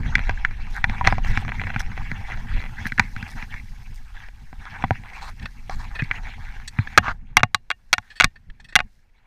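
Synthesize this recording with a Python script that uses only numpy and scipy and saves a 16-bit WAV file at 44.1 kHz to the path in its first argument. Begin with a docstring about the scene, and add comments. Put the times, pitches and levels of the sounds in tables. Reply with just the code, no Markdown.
"""In a forest, a hand cable winch is worked, heard from a camera worn on the body.
As the lever is pumped, clothing rubs the camera in short strokes of stick-slip friction, and its
case knocks and rumbles with every move. Feet crunch on dry litter. Then the winch is picked up: its
steel jaws and levers clack and ring close by, hard enough to overload the microphone."""
import sys
import numpy as np
from scipy import signal
from scipy.fft import rfft, irfft, next_fast_len
from scipy.io import wavfile
from scipy.ndimage import uniform_filter1d, map_coordinates

SR = 44100
rng = np.random.default_rng(int(sys.argv[2]) if len(sys.argv) > 2 else 0)


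def int16_out(signal):
    """Quantize to a 16-bit WAV file."""
    q = np.round(np.clip(np.atleast_2d(signal).T, -1, 1) * 32767)
    wavfile.write(sys.argv[1], SR, q.astype(np.int16))


N = 408366

# Steel-on-steel hits; hollowness lifts 700-950 Hz, brightness lifts the top from 5 kHz:
# (time [s], level [dB], hollowness [dB], brightness [dB], thump [dB])
CLACK_HITS = [(6.9762, 2.5, -2.5, -7.5, -23.5), (6.9786, -11.5, 17, 8, -22), (6.9826, -4, 2, -9.5, -7),
              (7.0811, -20.5, 8.5, -19, -25), (7.369, -0.5, 5.5, 2.5, -24.5),
              (7.3741, -14, -3.5, -6, -21.5), (7.395, -27.5, 2, -4, -37.5), (7.405, -28, 7, -11, -29.5),
              (7.4328, -6, 4.5, -3, -14.5), (7.5462, -10, -1, 8, -29), (7.7031, -17.5, 7.5, 0.5, -74),
              (7.7131, -17.5, -9.5, -6, -59), (7.9298, -6.5, 7.5, 8, -41.5), (7.9369, -9, -4.5, 5, -39.5),
              (7.9818, -19.5, 6, -4, -24.5), (8.2001, -8.5, -7, 6, -43.5), (8.2078, -3.5, -1.5, -4, -31.5),
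              (8.2217, -17.5, -3.5, 1, -29.5), (8.237, -17, 7.5, -13.5, -53), (8.2435, -4, -6, 7, -11),
              (8.755, -5.5, -11, 3, -24), (8.7611, -3, 0, 1, -25), (8.7901, -18, 5, -5, -38.5),
              (8.8033, -18, 1.5, -8.5, -34)]
# The ring of the winch: (frequency [Hz], level [dB], t60 [s])
WINCH_MODES = [(734, -14.5, 0.051), (844, -11.5, 0.04), (1108, -8.5, 0.035), (1257, -2.5, 0.019),
               (1453, 2.5, 0.018), (1635, 1.5, 0.011), (1830, -21.5, 0.076), (2050, -3, .018),
               (2246, 1.5, 0.015), (2512, -1.5, 0.02), (2800, -9.5, .022), (2810, -21, 0.064),
               (3342, -5.5, 0.016), (3560, -16, 0.0092), (3900, -10.5, .016), (4640, -15.5, 0.024),
               (5640, -14.5, 0.016), (5820, -7.5, 0.0067), (6400, -19.5, 0.015), (6700, -17, 0.0096)]
# The bite of a steel contact: (frequency [Hz], level [dB])
STEEL_SPECTRUM = [(100, -48), (500, -5.5), (1200, 1), (2500, 6), (3000, -5.5), (3600, 9), (6300, -13),
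                  (8500, -12), (10000, -38), (15000, -37.5)]
def winch_clacks():
    """Jaws and levers strike steel: a hard crack and a short metallic ring."""
    return impacts(CLACK_HITS, WINCH_MODES, STEEL_SPECTRUM, crack_db=-5.5, crack_t60=0.011,
                   tail_db=-34.5, tail_t60=0.06, body_db=-4.5, gain_db=-0.5)


# Metal sliding on metal: (time [s], level [dB], length [s], brightness [dB])
SLIP_CUES = [(5.396, -39, .006, -1), (5.425, -36.5, 0.01, 0), (5.456, -24.5, 0.0069, -8),
             (5.95, -30, 0.019, -8), (5.989, -23.5, 0.018, -19), (6.037, -40, 0.0077, 15),
             (6.676, -28, 0.011, 18), (6.872, -27, .006, -23), (8.099, -44.5, 0.029, 2.5),
             (8.154, -42, 0.033, 6), (8.356, -46, .014, -8), (8.499, -44, 0.0066, -11),
             (8.598, -45.5, 0.015, 5.5), (8.643, -45, 0.015, 6), (8.685, -45.5, 0.023, 6.5),
             (8.724, -39.5, 0.011, -3)]
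# The ring of the fittings: (frequency [Hz], level [dB], t60 [s])
FITTING_MODES = [(1808, 3.5, 0.035), (1970, -4, 0.026), (2540, -4, 0.062), (3400, 0, 0.007),
                 (4060, -13.5, 0.012), (4430, -4.5, 0.038), (5480, -10, 0.0092), (8000, -4.5, 0.0024)]
def cable_slips():
    """Cable and fittings slide in short gritty rasps; each spot rings at a slightly different pitch."""
    track, t = np.zeros(N), np.arange(SR // 10) / SR
    for start, db, length, bright_db in SLIP_CUES:
        detune = np.exp(0.025 * rng.standard_normal())
        spot = ring(FITTING_MODES, t * detune, scatter_db=2)
        ringing = unit(signal.fftconvolve(rng.standard_normal(len(t)), spot)[:len(t)])
        grit = unit(colour(rng.standard_normal(len(t)) ** 3, STEEL_SPECTRUM))
        rasp = colour(ringing + amp(-10.5) * grit, [(2500, 0), (7000, bright_db)])
        rise = 3 * t / length  # the swell peaks a third of the way in
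        add(track, start, amp(db) * unit(rasp) * rise * np.exp(1 - rise))
    return track


# Knocks through the case: (time [s], level [dB], hollowness [dB], brightness [dB], thump [dB])
KNOCK_HITS = [(0.1537, -8.5, -16, 2.5, -28), (0.182, -26.5, 1, -4, -32), (0.2944, -18, 4.5, -4, -22),
              (0.449, -12, -10, -13.5, -33.5), (0.8418, -9.5, -8, -2.5, -36), (0.8963, -23, 6, 3, -18),
              (1.0109, -15.5, 18, -15, -21.5), (1.0646, -27, 0, -5.5, -17), (1.0728, -6, -3, 5.5, -30),
              (1.0748, -10, 8, -5, -14), (1.1245, -14.5, 11.5, -10, -15.5), (1.1823, -23, 17.5, 1, -35),
              (1.3742, -15, 5, 0.5, -18), (1.4495, -31, 12, 5, -20), (1.5197, -24, 4, -21, -38),
              (1.5962, -24, -25, -43, -32), (1.6697, -25, 1, -16, -33), (1.702, -27, 3, -15, -33),
              (1.7618, -19.5, 3, -8, -17), (1.805, -25.5, -4, 2, -37), (1.9766, -27, 5.5, -1, -30),
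              (2.1158, -23.5, -2.5, -1, -20.5), (2.3198, -29, -4, -5, -30),
              (2.855, -24.5, -11.5, -15, -18.5), (2.8674, -24.5, -19, 1, -36),
              (2.9206, -22.5, -17, -7, -23), (2.979, -24, -18, -6, -49), (2.9844, -19, -6, -12, -15),
              (2.996, -4.5, -2.5, 2, -9), (3.164, -28.5, -9, 0, -24.5), (3.2267, -29.5, -17, -1, -21),
              (3.425, -29, -10, 0, -25.5), (3.541, -30.5, -2.5, -4, -31), (4.529, -38.5, 11.5, 2, -32),
              (4.8398, -11.5, 15, -14, -13), (4.908, -13, 13.5, -5, -8.5), (5.6964, -24.5, 16, 13, -32.5),
              (6.0217, -25.5, -6, -1, -14.5), (6.112, -15, -11.5, -14, -40), (6.7879, -21, -5, -15.5, -7)]
# The ring of the camera case: (frequency [Hz], level [dB], t60 [s])
CASE_MODES = [(781, -8.5, 0.032), (968, -12, 0.045), (1524, -5, 0.013), (1740, -6, 0.014), (2007, 2, 0.013),
              (2356, -4, 0.02), (3430, -13, 0.017), (4120, -12.5, 0.0087), (5370, -25, 0.0069),
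              (6450, -28, 0.0038)]
# The attack of a knock: (frequency [Hz], level [dB])
KNOCK_SPECTRUM = [(100, 13.5), (500, -12.5), (1600, 8), (2400, 1.5), (3000, -12.5), (6000, -14),
                  (8000, -36), (14000, -44.5)]
def case_knocks():
    """The camera case knocks as the lever is worked and ticks faintly under the clothing."""
    hits = KNOCK_HITS + cloth_ticks(per_second=10, max_per_stroke=6)
    return impacts(hits, CASE_MODES, KNOCK_SPECTRUM, crack_db=0, crack_t60=0.014,
                   tail_db=-24.5, tail_t60=0.071, body_db=0, gain_db=-1)


# How hard the body shakes the camera: (time [s], sway [dB], rumble [dB])
BODY_MOTION = [(0.0, -28.5, -30), (0.36, -25.5, -43.5), (0.67, -34.5, -38.5), (1.13, -26.5, -32.5),
               (1.62, -34.5, -31), (1.8, -30, -37), (2.63, -36.5, -39), (4.56, -43, -54.5),
               (4.74, -43.5, -38.5), (5.13, -41, -51), (5.7, -43, -47.5), (5.9, -37, -47),
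               (6.32, -35.5, -47.5), (6.99, -43, -45.5), (7.35, -44, -54), (7.61, -56, -66),
               (8.64, -54.5, -55.5), (9.26, -65.5, -75)]
# Sudden jolts on top: (time [s], length [s], level [dB])
JOLT_CUES = [(0.0, 0.28, -33), (0.87, 0.083, -29), (1.18, 0.18, -28), (2.48, .13, -27), (4.93, 0.025, -47),
             (5.39, 0.083, -38), (5.70, 0.13, -34.5), (6.94, 0.24, -39.5), (7.35, 0.077, -37.5),
             (8.22, 0.074, -36.5), (8.48, 0.038, -45.5), (8.75, 0.13, -43.5)]
# Sub-bass sway: (frequency [Hz], level [dB])
SWAY_SPECTRUM = [(10, -8), (22, -2), (35, -6.5), (55, -16), (90, -26.5), (200, -59.5), (400, -120)]
# Handling rumble: (frequency [Hz], level [dB])
RUMBLE_SPECTRUM = [(25, -16.5), (60, 2), (100, 3.5), (160, -7), (230, -7.5), (320, -26), (500, -31),
                   (900, -53.5), (2000, -85.5)]
def body_rumble():
    """The wearer's movements shake the camera: a slow sway and a lumpy rumble, swelling at each jolt."""
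    sway_db, rumble_db = curves(BODY_MOTION)
    jolt = strokes(JOLT_CUES, attack=0.59, release=0.4)
    sway = unit(amp(wobble(10)) * noise(SWAY_SPECTRUM))
    rumble = unit(amp(4.2 * wobble(25)) * noise(RUMBLE_SPECTRUM))
    sway_gain = np.hypot(amp(sway_db + 5.5), amp(9.5) * jolt)
    rumble_gain = np.hypot(amp(rumble_db + 2.5), jolt)
    return sway_gain * sway + rumble_gain * rumble


# Strokes of clothing over the case: (time [s], length [s], level [dB])
RUB_CUES = [(0.0, 0.54, -41), (0.504, 0.26, -46.5), (0.72, 0.099, -40.5), (0.864, 0.18, -39),
            (1.039, .13, -34), (1.22, .23, -34.5), (1.498, 0.24, -41.5), (1.745, 0.15, -43.5),
            (1.856, 0.53, -44.5), (2.256, 0.19, -43.5), (2.464, 0.21, -42.5), (2.769, 0.15, -40),
            (2.994, 0.091, -42), (3.137, 0.24, -45), (3.35, .11, -41), (3.496, 0.13, -45.5),
            (4.133, 0.17, -47), (4.578, .32, -43.5), (4.903, 0.12, -48), (5.022, 0.32, -47),
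            (5.41, 0.073, -47.5), (5.669, 0.83, -46.5), (6.126, 0.069, -43.5), (6.219, 0.13, -50),
            (6.38, .3, -47), (6.742, 0.28, -46.5), (7.252, .11, -61), (8.011, 0.19, -61.5),
            (9.115, 0.25, -64.5)]
# The midrange of the rub: (frequency [Hz], level [dB])
CLOTH_SPECTRUM = [(200, -22.5), (400, -15), (580, -18), (800, 3.5), (1150, -5.5), (1600, -1.5), (2250, 0),
                  (3000, -11.5), (3450, -9.5), (4800, -20.5), (6500, -20.5), (7600, -30), (15000, -47.5)]
# The fabric's fizzy top: (frequency [Hz], level [dB])
FIZZ_SPECTRUM = [(300, -12.5), (2000, 3), (5000, 11), (7500, 4), (9000, 2), (12000, -1), (14500, 1),
                 (16000, -20.5)]
# Level of the fine hiss, which drops away as the wearer bends down just after the first loud clack: (time [s],
# level [dB])
HISS_LEVEL = [(0, -67), (3.4, -57), (4.3, -64), (5.3, -62), (7.12, -63), (7.22, -87), (8.1, -68),
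              (8.5, -80.5), (8.95, -72), (9.2, -87)]
def clothing_rub():
    """Fabric rests on the case and rubs in strokes, catching hard enough to ring it, with fizz on top."""
    hush_s, hush_length_s, hush_db = 7.1, 0.06, -8  # the resting rub drops after the first loud clack
    hushed = np.clip((np.arange(N) / SR - hush_s) / hush_length_s, 0, 1)
    motion_db = curves(BODY_MOTION)[1] + 47.5
    resting = amp(-56 + hush_db * hushed + 0.7 * motion_db)  # light contact follows the rumble
    stroking = strokes(RUB_CUES, attack=0.21, release=0.41)
    pressure = np.hypot(resting, stroking) * amp(0.95 * wobble(45))
    rub = friction(CLOTH_SPECTRUM, rate=460, spread_db=6, smooth_db=5, patchy_db=5)
    catches = judder(rate=99, spread_db=1.5, patchy_db=9)
    fizz = friction(FIZZ_SPECTRUM, rate=900, spread_db=6, smooth_db=4, patchy_db=1.5)
    fizz_gain = np.hypot(amp(curves(HISS_LEVEL)[0]), amp(-27) * pressure)
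    return pressure * (rub + amp(-9.5) * catches) + fizz_gain * fizz


def cloth_ticks(per_second, max_per_stroke):
    """Faint knocks at random moments of each clothing stroke; rows as in KNOCK_HITS."""
    hits = []
    for start, length, stroke_db in RUB_CUES:
        chance, place = rng.random((2, max_per_stroke))
        accent_db, hollow_db, bright_db = 1.5 * rng.standard_normal((3, max_per_stroke))
        heard = chance < per_second * length / max_per_stroke
        times = np.minimum(start + place * length, (N - 1) / SR)
        db = stroke_db + accent_db
        ticks = np.column_stack([times, db + 5.5, hollow_db - 1, bright_db + 0.5, db - 2.5])
        hits += list(ticks[heard])
    return hits


# Harness on the case: (time [s], length [s], level [dB])
SCRAPE_CUES = [(0.051, 0.022, -32.5), (0.169, 0.042, -28.5), (1.035, 0.059, -21), (1.07, 0.039, -37),
               (1.474, 0.031, -28.5), (1.604, 0.044, -31), (1.659, 0.07, -33.5), (1.735, 0.023, -28.5),
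               (2.291, 0.048, -37), (2.52, 0.18, -41), (3.371, 0.026, -43), (4.815, .035, -27),
               (5.02, 0.075, -46.5), (6.263, 0.053, -48)]
def harness_scrapes():
    """The harness drags over the case in short juddering swells."""
    pressure = np.zeros(N)
    for start, length, db in SCRAPE_CUES:
        add(pressure, start, amp(db) * np.sqrt(np.hanning(round(length * SR))))
    return pressure * judder(rate=360, spread_db=7.5, patchy_db=1)


# Crisp fabric accents: (time [s], length [s], level [dB])
CRINKLE_CUES = [(0.69, 0.13, -50), (1.24, 0.097, -52), (1.38, 0.062, -52), (1.79, 0.031, -40.5),
                (2.86, 0.029, -43), (3.27, .16, -55), (3.94, 0.052, -50), (5.28, 0.038, -55),
                (5.745, 0.054, -54)]
def fabric_crinkles():
    """Folds of stiff fabric give way in bursts of tiny bright snaps."""
    crackle = friction(FIZZ_SPECTRUM, rate=500, spread_db=8.5, smooth_db=-12, patchy_db=4.5)
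    return strokes(CRINKLE_CUES, attack=0.2, release=0.58) * crackle


# Footsteps: (time [s], length [s], level [dB])
STEP_CUES = [(5.13, 0.075, -43), (5.21, 0.093, -36.5), (5.7, 0.054, -38.5), (5.785, 0.08, -42.5)]
# The crunch of dry litter: (frequency [Hz], level [dB])
LITTER_SPECTRUM = [(200, -20), (550, -18.5), (900, 3), (1200, -2.5), (2000, -13), (3000, -24), (4200, -11),
                   (6000, -23), (8500, -24), (9500, -36), (14500, -37)]
# The winch drags as it is lifted: (time [s], length [s], level [dB])
DRAG_CUES = [(7.02, 0.11, -26.5)]
# Its scuff over the ground: (frequency [Hz], level [dB])
DRAG_SPECTRUM = [(200, -28.5), (600, -14), (900, -2), (1300, 5.5), (2200, -10), (3000, -16), (4000, -19),
                 (6000, -25), (8600, -40.5), (9500, -49.5), (15000, -51.5)]
def forest_floor():
    """Needles and leaves crunch under the feet and under the dragged winch."""
    crunch = friction(LITTER_SPECTRUM, rate=1100, spread_db=4, smooth_db=-1, patchy_db=2.5)
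    scuff = friction(DRAG_SPECTRUM, rate=900, spread_db=3, smooth_db=-2, patchy_db=2)
    steps = strokes(STEP_CUES, attack=0.2, release=0.19) * crunch
    drag = strokes(DRAG_CUES, attack=0.49, release=0.324) * scuff
    return steps + drag


# The ambience bed: (frequency [Hz], level [dB])
AIR_SPECTRUM = [(30, 17), (200, 5), (400, 3.5), (1000, -3.5), (1800, -3), (4000, -12), (14000, -22.5)]
def forest_air():
    """Still air lays a faint, dark hush under everything."""
    return amp(-70) * noise(AIR_SPECTRUM)


# The low thump of the camera mount: (frequency [Hz], level [dB], t60 [s])
MOUNT_MODES = [(103.7, 0, 0.071), (151, -1.5, 0.043), (223, -1.5, .04)]
def impacts(hits, modes, spectrum, crack_db, crack_t60, tail_db, tail_t60, body_db, gain_db):
    """Each contact: ringing modes, a crack with a faint noisy tail, and a thump through the mount."""
    track, t = np.zeros(N), np.arange(SR // 5) / SR
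    fade = amp(-60 * t / crack_t60) + amp(tail_db - 60 * t / tail_t60)
    for start, db, hollow_db, bright_db, thump_db in hits:
        crack = punch(colour(rng.standard_normal(len(t)) * fade, spectrum))
        hit = punch(ring(modes, t, scatter_db=4)) + amp(crack_db) * crack
        # Small parts radiate little bass; where and how hard the contact falls tilts the rest.
        bass_db = min(hollow_db, 0.58 * hollow_db) + body_db
        eq = [(380, bass_db), (700, hollow_db), (950, hollow_db), (1450, 0), (2500, 0), (5000, bright_db)]
        thump = ring(MOUNT_MODES, t, scatter_db=3.5) * (1 - np.exp(-t / 0.0032))
        add(track, start, amp(db + gain_db) * punch(colour(hit, eq)) + amp(thump_db) * thump)
    return track


def ring(modes, t, scatter_db):
    """Damped modes, each struck with a new strength and sign."""
    hz, db, t60 = np.transpose(modes)[:, :, None]
    strength = amp(db + scatter_db * rng.standard_normal(hz.shape)) * rng.choice([-1, 1], hz.shape)
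    return np.sum(strength * amp(-60 * t / t60) * np.sin(2 * np.pi * hz * t), axis=0)


def friction(spectrum, rate, spread_db, smooth_db, patchy_db):
    """Tiny stick-slip snaps over a smooth hiss; the colour shifts as the contact moves. Rms 1."""
    grain = unit(snaps(rate, spread_db)) + amp(smooth_db) * rng.standard_normal(N)
    return unit(colour(patchy(grain, patchy_db, bins=5, frames=10), spectrum))


def judder(rate, spread_db, patchy_db):
    """Catches and releases that ring the case, each in its own colour. Rms 1."""
    catches = snaps(rate, spread_db)
    case_ring = ring(CASE_MODES, np.arange(SR // 20) / SR, scatter_db=0)
    ringing = signal.fftconvolve(catches, case_ring)[:N]
    return unit(patchy(ringing, patchy_db, bins=3, frames=6))


def snaps(rate, spread_db):
    """Impulses of uneven size at random moments, about rate a second."""
    impulses = (rng.random(N) < rate / SR) * rng.choice([-1, 1], N)
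    return impulses * amp(spread_db * np.clip(rng.standard_normal(N), -2, 2))


def patchy(x, depth_db, bins, frames):
    """Make the tone flicker with random gains in patches of frequency and time."""
    spectra = signal.stft(x, nperseg=256)[2]
    patches = uniform_filter1d(rng.standard_normal(spectra.shape), bins, axis=0)
    patches = uniform_filter1d(patches, frames, axis=1)
    return signal.istft(spectra * amp(depth_db * unit(patches)), nperseg=256)[1][:N]


def strokes(cues, attack, release):
    """Envelope that swells, holds and eases off at each cue; attack and release are shares of its length."""
    gain = np.zeros(N)
    for start, length, db in cues:
        progress = np.linspace(0, 1, round(length * SR))
        shape = np.clip(np.minimum(progress / attack, (1 - progress) / release), 0, 1)
        add(gain, start, amp(db) * np.sin(np.pi / 2 * shape))
    return gain


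def colour(x, points):
    """Minimum-phase EQ through (frequency [Hz], gain [dB]) points on a log axis."""
    size = 2 * next_fast_len(len(x) // 2 + 4096)
    hz, db = np.transpose(points)
    gain = amp(np.interp(np.log(np.fft.rfftfreq(size, 1 / SR) + 1), np.log(hz + 1), db))
    cepstrum = irfft(np.log(gain), size)
    cepstrum[1:size // 2] *= 2  # folded forward, so nothing rings ahead of a hit
    cepstrum[size // 2 + 1:] = 0
    return irfft(rfft(x, size) * np.exp(rfft(cepstrum)), size)[:len(x)]


def noise(spectrum):
    """Coloured noise of rms 1."""
    return unit(colour(rng.standard_normal(N), spectrum))


def wobble(rate):
    """A smooth random curve, rate knots a second."""
    knots = rng.standard_normal(int(N * rate / SR) + 4)
    return map_coordinates(knots, [np.arange(N) * rate / SR])


def curves(rows):
    """An automation curve for each column after the time."""
    times, *columns = np.transpose(rows)
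    return [np.interp(np.arange(N) / SR, times, column) for column in columns]


def add(track, start, sound):
    """Mix a sound into the track at start seconds."""
    part = track[round(start * SR):][:len(sound)]
    part += sound[:len(part)]


def amp(db):
    """Decibels to gain."""
    return 10 ** (np.asarray(db) / 20)


def unit(x):
    """Scale to rms 1."""
    return x / np.sqrt(np.mean(x ** 2) + 1e-20)


def punch(x):
    """Scale a hit to rms 1 over its first 5 ms."""
    return x / np.sqrt(np.mean(x[:SR // 200] ** 2) + 1e-20)


def scene():
    """A dry mono mix: the action is close to the microphone and the forest is open."""
    wearer = harness_scrapes() + body_rumble() + clothing_rub() + fabric_crinkles()
    forest = forest_floor() + forest_air()
    winch = cable_slips() + winch_clacks()
    return (winch + case_knocks() + wearer + forest)[None]


# Peaks and dips of the camera housing: (frequency [Hz], gain [dB])
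HOUSING_EQ = [(1400, -0.5), (1650, 3), (2100, 0), (2280, 1), (2430, -2), (2700, 2.5), (2980, -1.5),
              (3380, -1), (3700, -3.5), (4030, 0.5), (4350, -2.5), (6500, -1.5), (7200, -3.5), (8200, -2.5)]
def record(dry):
    """The housing colours the mix, the hardest clacks flatten at full scale, and a steep cut ends the top."""
    inside = colour(dry[0], HOUSING_EQ)
    clipped = inside / (1 + np.abs(inside) ** 6) ** (1 / 6)
    size, cutoff_hz = next_fast_len(N + SR // 2), 15350
    low_pass = 1 / (1 + (np.fft.rfftfreq(size, 1 / SR) / cutoff_hz) ** 60)
    return irfft(rfft(clipped, size) * low_pass, size)[None, :N]


dry = scene()
out = record(dry)
int16_out(out)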